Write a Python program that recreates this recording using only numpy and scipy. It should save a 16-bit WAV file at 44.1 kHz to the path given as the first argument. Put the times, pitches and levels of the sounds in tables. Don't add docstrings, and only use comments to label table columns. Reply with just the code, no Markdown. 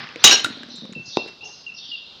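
import sys
import numpy as np
from scipy import signal
from scipy.fft import rfft, irfft
from scipy.io import wavfile
from scipy.ndimage import uniform_filter1d

SR = 44100
rng = np.random.default_rng(int(sys.argv[2]) if len(sys.argv) > 2 else 0)


def output_pcm(signal):
    pcm = np.clip(np.atleast_2d(signal).T, -1, 1) * 32767
    wavfile.write(sys.argv[1], SR, np.round(pcm).astype(np.int16))


def field_ratio(decibels):
    return 10 ** (np.asarray(decibels, dtype=float) / 20)


N = 97020
T = np.arange(N) / SR

# (frequency [Hz], density [dB per Hz])
AIR_COLOUR = [(18, -54.5), (30, 17.5), (312, -3), (774, -7), (1520, -11.5), (1780, -40), (2630, -7),
              (4900, -5), (15000, -76)]
# (time [s], level [dB])
ROLL = [
    (0, -28),
    (.05, -33.5),
    (.1, -38.5),
    (.15, -44.5),
    (.45, -40),
    (.7, -52),
    (1.1, -57.5),
    (1.19, -59),
    (1.3, -51),
    (1.4, -60.5),
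]
# (frequency [Hz], density [dB per Hz])
GRAVEL_COLOUR = [(47, -48), (80, 4), (148, 2.5), (499, -15), (1500, -3), (2160, -5), (5240, -13),
                 (8000, -62.5), (10400, -84), (17600, -120)]
TAP_S = [.0050, .0710, .0895, .1590, .1592, .1830, .2357, .2399, .262, .265, .312, .315, .380, .442, .4455,
         .4462, .4465, .4615, .6320, .8545, .925, .933, 1.1695, 1.1703, 1.1710, 1.1712, 1.1713, 1.1716,
         1.261, 1.89]
# (level [dB], frequency [Hz], t60 [s])
TAP_MODES = [(-23, 1800, .014), (-24.5, 1910, .012), (-26, 2600, .012), (-26.5, 470, .04),
             (-21.5, 2300, .007), (-37, 4100, .0055), (-25, 7200, .05), (8, 3000, 0.00352),
             (-16.5, 1150, 0.12), (-17, 70.4, .1), (-14.5, 4200, 0.3), (-18.5, 1610, .25),
             (-28, 4200, 0.12), (-25.5, 118, 0.068), (-6, 3800, 0.012), (-12.5, 1411, 0.061),
             (-20, 1520, 0.092), (-15.5, 1800, 0.01), (-25.5, 1620, 0.013), (-32, 1200, 0.0082),
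             (-36.5, 6900, 0.015), (-44.5, 7900, 0.011), (-23, 2800, 0.0021), (-5.5, 3770, 0.0079),
             (-25.5, 2100, 0.0042), (-14, 1160, 0.0043), (-5.5, 378, 0.02), (-4.5, 859, 0.0087),
             (-25.5, 408, .017), (-44.5, 280, 0.072)]
# (time [s], level [dB])
BUMPS = [(0.159, -28), (0.419, -31.5), (0.445, -27.5), (0.463, -22), (0.485, -26.5), (.503, -23.5),
         (0.531, -35), (.552, -35), (0.571, -27.5), (0.607, -29.5), (0.634, -31.5), (.66, -35),
         (0.686, -31.5), (0.712, -34.5), (.740, -30), (0.783, -31), (0.821, -26.5), (0.834, -25),
         (0.849, -25.5), (.893, -26), (0.919, -26), (.962, -22), (.974, -23.5), (0.996, -24), (1.022, -33),
         (1.078, -29)]
# (time [s], level [dB])
TICKS = [(.1595, -31), (0.447, -18.5), (.4985, -44.5), (0.571, -44), (0.5833, -44), (0.6332, -32),
         (.6880, -40), (.7605, -45.5), (0.7825, -43), (0.8125, -41.5), (0.8543, -39), (.8940, -51),
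         (0.927, -38.5), (0.934, -38.5), (1.159, -41), (1.26, -45), (1.2780, -34), (1.2844, -35.5)]
# (frequency [Hz], density [dB per Hz])
TICK_COLOUR = [(300, -20), (1500, 0), (3500, -2), (5500, -6), (7500, -20), (15000, -45)]
# (time [s], length [s], start frequency [Hz], end frequency [Hz], level [dB])
CHIRPS = [(0.183, 0.04, 3400, 4660, -38.5), (0.189, 0.023, 5900, 6170, -47),
          (0.222, 0.015, 4750, 4800, -32.5), (0.5, 0.04, 4425, 3250, -36), (0.533, 0.02, 4100, 3620, -45),
          (0.691, 0.022, 6100, 5650, -45), (0.7, 0.011, 4250, 4000, -32), (0.708, 0.016, 5600, 4770, -42),
          (0.725, 0.013, 4400, 3460, -36), (.754, 0.01, 4300, 3500, -32), (0.779, 0.02, 4200, 3380, -40),
          (1.01, 0.045, 5600, 6760, -57.5), (1.054, 0.0074, 4000, 6140, -33),
          (1.063, 0.033, 4200, 4930, -38.5), (1.079, 0.023, 6200, 3395, -34),
          (1.12, 0.018, 4600, 3283, -29.5), (1.148, 0.025, 3500, 5580, -35),
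          (1.185, 0.028, 5500, 3320, -48), (1.395, 0.028, 3300, 4360, -47.5),
          (1.433, 0.022, 5200, 6360, -39.5), (1.492, 0.019, 6280, 6170, -58),
          (1.455, .025, 6400, 4750, -41.5), (1.524, 0.02, 3900, 4320, -45.5),
          (1.532, 0.031, 4800, 5410, -43), (1.582, 0.045, 5300, 3840, -49.5),
          (1.736, 0.0206, 5310, 5370, -41.5), (1.755, 0.028, 5360, 5770, -42),
          (1.76, 0.031, 5300, 3250, -35), (1.804, 0.04, 4042, 2860, -36), (1.868, 0.035, 4540, 4780, -38),
          (1.877, 0.037, 3000, 3897, -36), (1.928, 0.05, 4100, 3090, -40.5), (2.05, 0.03, 4250, 3623, -41),
          (2.098, 0.039, 3800, 3000, -46.5)]
# (time [s], level [dB])
SCRAPE = [
    (.240, -9.5),
    (.262, -20),
    (.295, -18),
    (.330, -16.5),
    (.365, -27),
    (.400, -27.5),
    (.438, -74),
]
# (frequency [Hz], density [dB per Hz])
SCRAPE_COLOUR = [(60, -37), (150, -10.5), (900, -11.5), (2860, -8), (6800, -10), (7800, -28.5),
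                 (11000, -35.5), (15500, -45.5)]
# (time [s], strength [dB])
BLOWS = [
    (.2410, 0),
    (.2463, -5),
    (.2745, -8),
    (.3105, -10.5),
    (.3250, -10.5),
    (.4442, -25.5),
]
EDGE_HZ = [2345, 2860, 3052, 3618, 3827, 4034, 4464, 5142, 5387, 5877, 6384, 6644, 6906, 7183]
# (level [dB], t60 [s])
EDGE_MODES = [(-37, 0.201), (-1, 0.26), (-8.5, 0.46), (-5.5, 0.25), (5, 0.31), (-9.5, 0.3), (-8.5, .2),
              (-18, 0.14), (-7, 0.23), (1.5, 0.13), (-6, 0.35), (-0.5, 0.24), (-8, 0.18), (-4.5, 0.22)]
# (frequency [Hz], level per mode [dB], t60 [s])
SHEET = [(151.3, -19.5, 0.33), (490, -28, 0.18), (1500, -29, 0.23), (3000, -21.5, 0.28), (6550, -14, 0.11),
         (7300, -31, 0.2), (10700, -32, 0.12), (15340, -46, .15)]
# (time [s], level [dB], frequency [Hz], t60 [s])
RATTLE = [
    (0.2744, 7.5, 2876, 0.012),
    (0.2793, 7.5, 3010, 0.0084),
    (0.3, -7.5, 3100, 0.022),
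    (0.311, -0.5, 2746, 0.022),
    (0.324, -6, 2945, 0.049),
    (0.342, -12, 2940, 0.034),
    (.3600, -7, 2780, 0.021),
    (0.38, -16, 2870, 0.021),
    (.3950, -14, 3060, 0.031),
]
# (frequency [Hz], level [dB], t60 [s])
REBOUND_MODES = [(5320, -37, 0.093), (6643, -34.5, 0.074), (7110, -42, .07), (7200, -45, .08),
                 (7720, -37, 0.12), (8570, -47.5, .08), (8800, -47, 0.1), (9100, -43, 0.12),
                 (9600, -47, 0.17), (10100, -49.5, 0.07), (11940, -48.5, 0.12), (13900, -48.5, 0.05)]
# (frequency [Hz], level [dB], t60 [s])
CLINK_MODES = [(6850, -49, 0.076), (7460, -47, 0.095), (7750, -56, 0.046), (8350, -56, 0.036),
               (8900, -56, 0.045)]
# (time [s], length [s], level [dB], start frequency [Hz], end frequency [Hz])
WHISTLES = [
    (0.95, 0.044, -34, 2700, 2673),
    (1.172, 0.059, -30, 2700, 2726),
    (1.409, 0.019, -32.5, 2680, 2728),
    (1.429, 0.018, -34, 2720, 2804),
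    (1.449, .03, -33, 2790, 2787),
    (1.664, .023, -30, 2800, 2762),
    (1.690, 0.01392, -32, 2740, 2687),
    (1.913, 0.048, -28, 2900, 2724),
]

REBOUND_S = .4442
TAP_RISE_S = .0006


def read(table, hz, col=1):
    points = np.array(table)
    return np.interp(np.log(hz), np.log(points[:, 0]), points[:, col])


def noise(colour):
    hz = np.arange(1, N // 2 + 2) * SR / N
    x = irfft(rfft(rng.standard_normal(N)) * field_ratio(read(colour, hz)), N)
    return x / x.std()


def walk(rate_hz):
    hold = int(SR / rate_hz)
    steps = rng.standard_normal(N)[np.arange(N) // hold]
    return 1.3 * uniform_filter1d(uniform_filter1d(steps, hold), hold)


def add_mode(out, start_s, db, hz, t60_s, rise_s=0):
    i = int(np.ceil(start_s * SR))
    t = T[i:i + int(1.2 * t60_s * SR) + 8] - start_s
    rise = np.sin(np.pi / 2 * np.minimum(t / (rise_s + 1e-9), 1)) ** 2
    out[i:i + len(t)] += field_ratio(db - 60 * t / t60_s) * np.sin(2 * np.pi * hz * t) * rise


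def note(start_s, length_s, hz, db):
    arch = np.sin(np.pi * np.clip((T - start_s) / length_s, 0, 1))
    phase = 2 * np.pi * np.cumsum(hz + 0 * T) / SR
    return field_ratio(db) * np.clip(arch * 2.6, 0, 1) * np.sin(phase)


def glide(start_s, length_s, start_hz, end_hz):
    return np.interp(T, [start_s, start_s + length_s], [start_hz, end_hz])


def garden(x, t60_s, gap_s):
    t = T[:SR]
    decay_db = 1.5 * walk(90)[:SR] - 60 * t / t60_s
    ir = rng.standard_normal(SR) * field_ratio(decay_db) * np.clip(t / gap_s, 0, 1)
    return signal.fftconvolve(x, ir / np.sqrt(np.sum(ir ** 2)))[:N]


def air():
    return noise(AIR_COLOUR) * field_ratio(-47 + 1.8 * walk(7.81))


def rolling():
    level_db = np.interp(T, *np.array(ROLL).T)
    return field_ratio(level_db + 1.8 * walk(170) + 2.0 * walk(30)) * noise(GRAVEL_COLOUR)


def taps():
    crack_db, crack_tilt_db, crack_t60_s = -11, -9, .007
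    out = np.zeros(N)
    for s, (db, hz, t60_s) in zip(TAP_S, TAP_MODES):
        add_mode(out, s, db, hz, t60_s, TAP_RISE_S)
        low_hz, high_hz = hz * .4, min(hz * 3.5, 6300)
        for u in rng.random(9):
            crack_hz = low_hz + u * (high_hz - low_hz)
            add_mode(out, s, db + crack_db + crack_tilt_db * u, crack_hz, crack_t60_s, TAP_RISE_S)
    return out


def bumps():
    base_hz, fall_hz_per_s, t60_s = 296, 237, 0.05
    out = np.zeros(N)
    for s, db in BUMPS:
        pitch_luck, overtone_luck = rng.random(2)
        hz = (base_hz - fall_hz_per_s * max(s - REBOUND_S, 0)) * (0.774 + 0.39 * pitch_luck)
        add_mode(out, s, db, hz, t60_s, rise_s=0.0012)
        add_mode(out, s, db - 9.0, hz * (1.7 + overtone_luck), t60_s, rise_s=0.0084)
    return out


def grit():
    t60_s = .012
    gate = np.zeros(N)
    for s, db in TICKS:
        slope_s = np.where(T > s, t60_s, t60_s / 5)
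        gate += field_ratio(db - 60 * np.abs(T - s) / slope_s)
    return noise(TICK_COLOUR) * gate


def chirps():
    trill = 1 + .035 * walk(900)
    chirp = sum(note(s, length_s, glide(s, length_s, start_hz, end_hz) * trill, db)
                for s, length_s, start_hz, end_hz, db in CHIRPS)
    return field_ratio(-8) * chirp + field_ratio(3.5) * garden(chirp, t60_s=.6, gap_s=0.0012)


def scrape():
    level_db = np.interp(T, *np.array(SCRAPE).T, left=-150, right=-150)
    return field_ratio(level_db + 2.4 * walk(260)) * noise(SCRAPE_COLOUR)


def blows():
    out = np.zeros(N)
    small_hz = 150 * 100 ** (rng.random(150) ** .4)
    edge = [(hz, db, t60_s, True) for hz, (db, t60_s) in zip(EDGE_HZ, EDGE_MODES)]
    sheet = [(hz, read(SHEET, hz), read(SHEET, hz, 2), False) for hz in small_hz]
    for k, (s, blow_db) in enumerate(BLOWS):
        edge_db = -16 if 0 < k < len(BLOWS) - 1 else 0
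        damp = .5 if s >= REBOUND_S else 1
        for hz, mode_db, t60_s, is_edge in edge + sheet:
            level_luck, delay_luck = rng.standard_normal(2)
            delay_s = 12 / max(hz, 2500) * (1 + 0.2006 * abs(delay_luck)) - .0017
            uneven_db = edge_db if is_edge else 4 * level_luck
            add_mode(out, s + delay_s, blow_db + mode_db - 7.5 + uneven_db, hz, t60_s * damp)
    return out


def rattle():
    out = np.zeros(N)
    for row in RATTLE:
        add_mode(out, *row, rise_s=0.00052)
    return out


def squeal():
    return note(.308, .0538, 5613, -12.5)


def rebound():
    out = np.zeros(N)
    for hz, db, t60_s in REBOUND_MODES:
        add_mode(out, REBOUND_S, db, hz, t60_s)
        for u in rng.standard_normal(5):
            add_mode(out, REBOUND_S, db - 7.5, hz * (1 + u / 20), t60_s / 3)
    return out


def clink():
    out = np.zeros(N)
    for hz, db, t60_s in CLINK_MODES:
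        add_mode(out, .7565, db, hz, t60_s, TAP_RISE_S)
    return out


def whistles():
    whistle = np.zeros(N)
    for s, length_s, db, start_hz, end_hz in WHISTLES:
        hz = glide(s, length_s, start_hz, end_hz) * (1 + 0.006 * walk(220))
        whistle += note(s, length_s, hz, db)
    whistle *= field_ratio(2.5 * walk(90))
    return whistle + field_ratio(-6) * garden(whistle, t60_s=0.54, gap_s=0.014)


def coo():
    out = np.zeros(N)
    for k in (1, 2):
        out += note(1.42, .09, k * 420 * (1 + .1 * walk(450)), -54.5 + 4 * k)
    return out


def scene():
    balls = rolling() + taps() + bumps() + grit() + clink()
    edging = scrape() + blows() + rattle() + squeal() + rebound()
    near = balls + edging
    dull = signal.sosfilt(signal.butter(2, 6000, fs=SR, output="sos"), near)
    echo = field_ratio(-11.5) * garden(dull, t60_s=0.37, gap_s=0.0097)
    return (near + echo + chirps() + whistles() + coo() + air())[None]


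def low_pass(x):
    return signal.sosfilt(signal.butter(12, 15630, fs=SR, output="sos"), x)


def record(dry):
    low_hz, top_hz, drive_db, hiss_db = 189, 15600, -0.5, -81
    thin = signal.sosfilt(signal.butter(2, low_hz, "highpass", fs=SR, output="sos"), dry)
    clipped = np.clip(field_ratio(drive_db) * thin, -1, 1)
    limited = signal.sosfilt(signal.ellip(8, .2, 50, top_hz, fs=SR, output="sos"), clipped)
    return low_pass(limited + field_ratio(hiss_db) * rng.standard_normal(N))


dry = scene()
out = record(dry)
output_pcm(out)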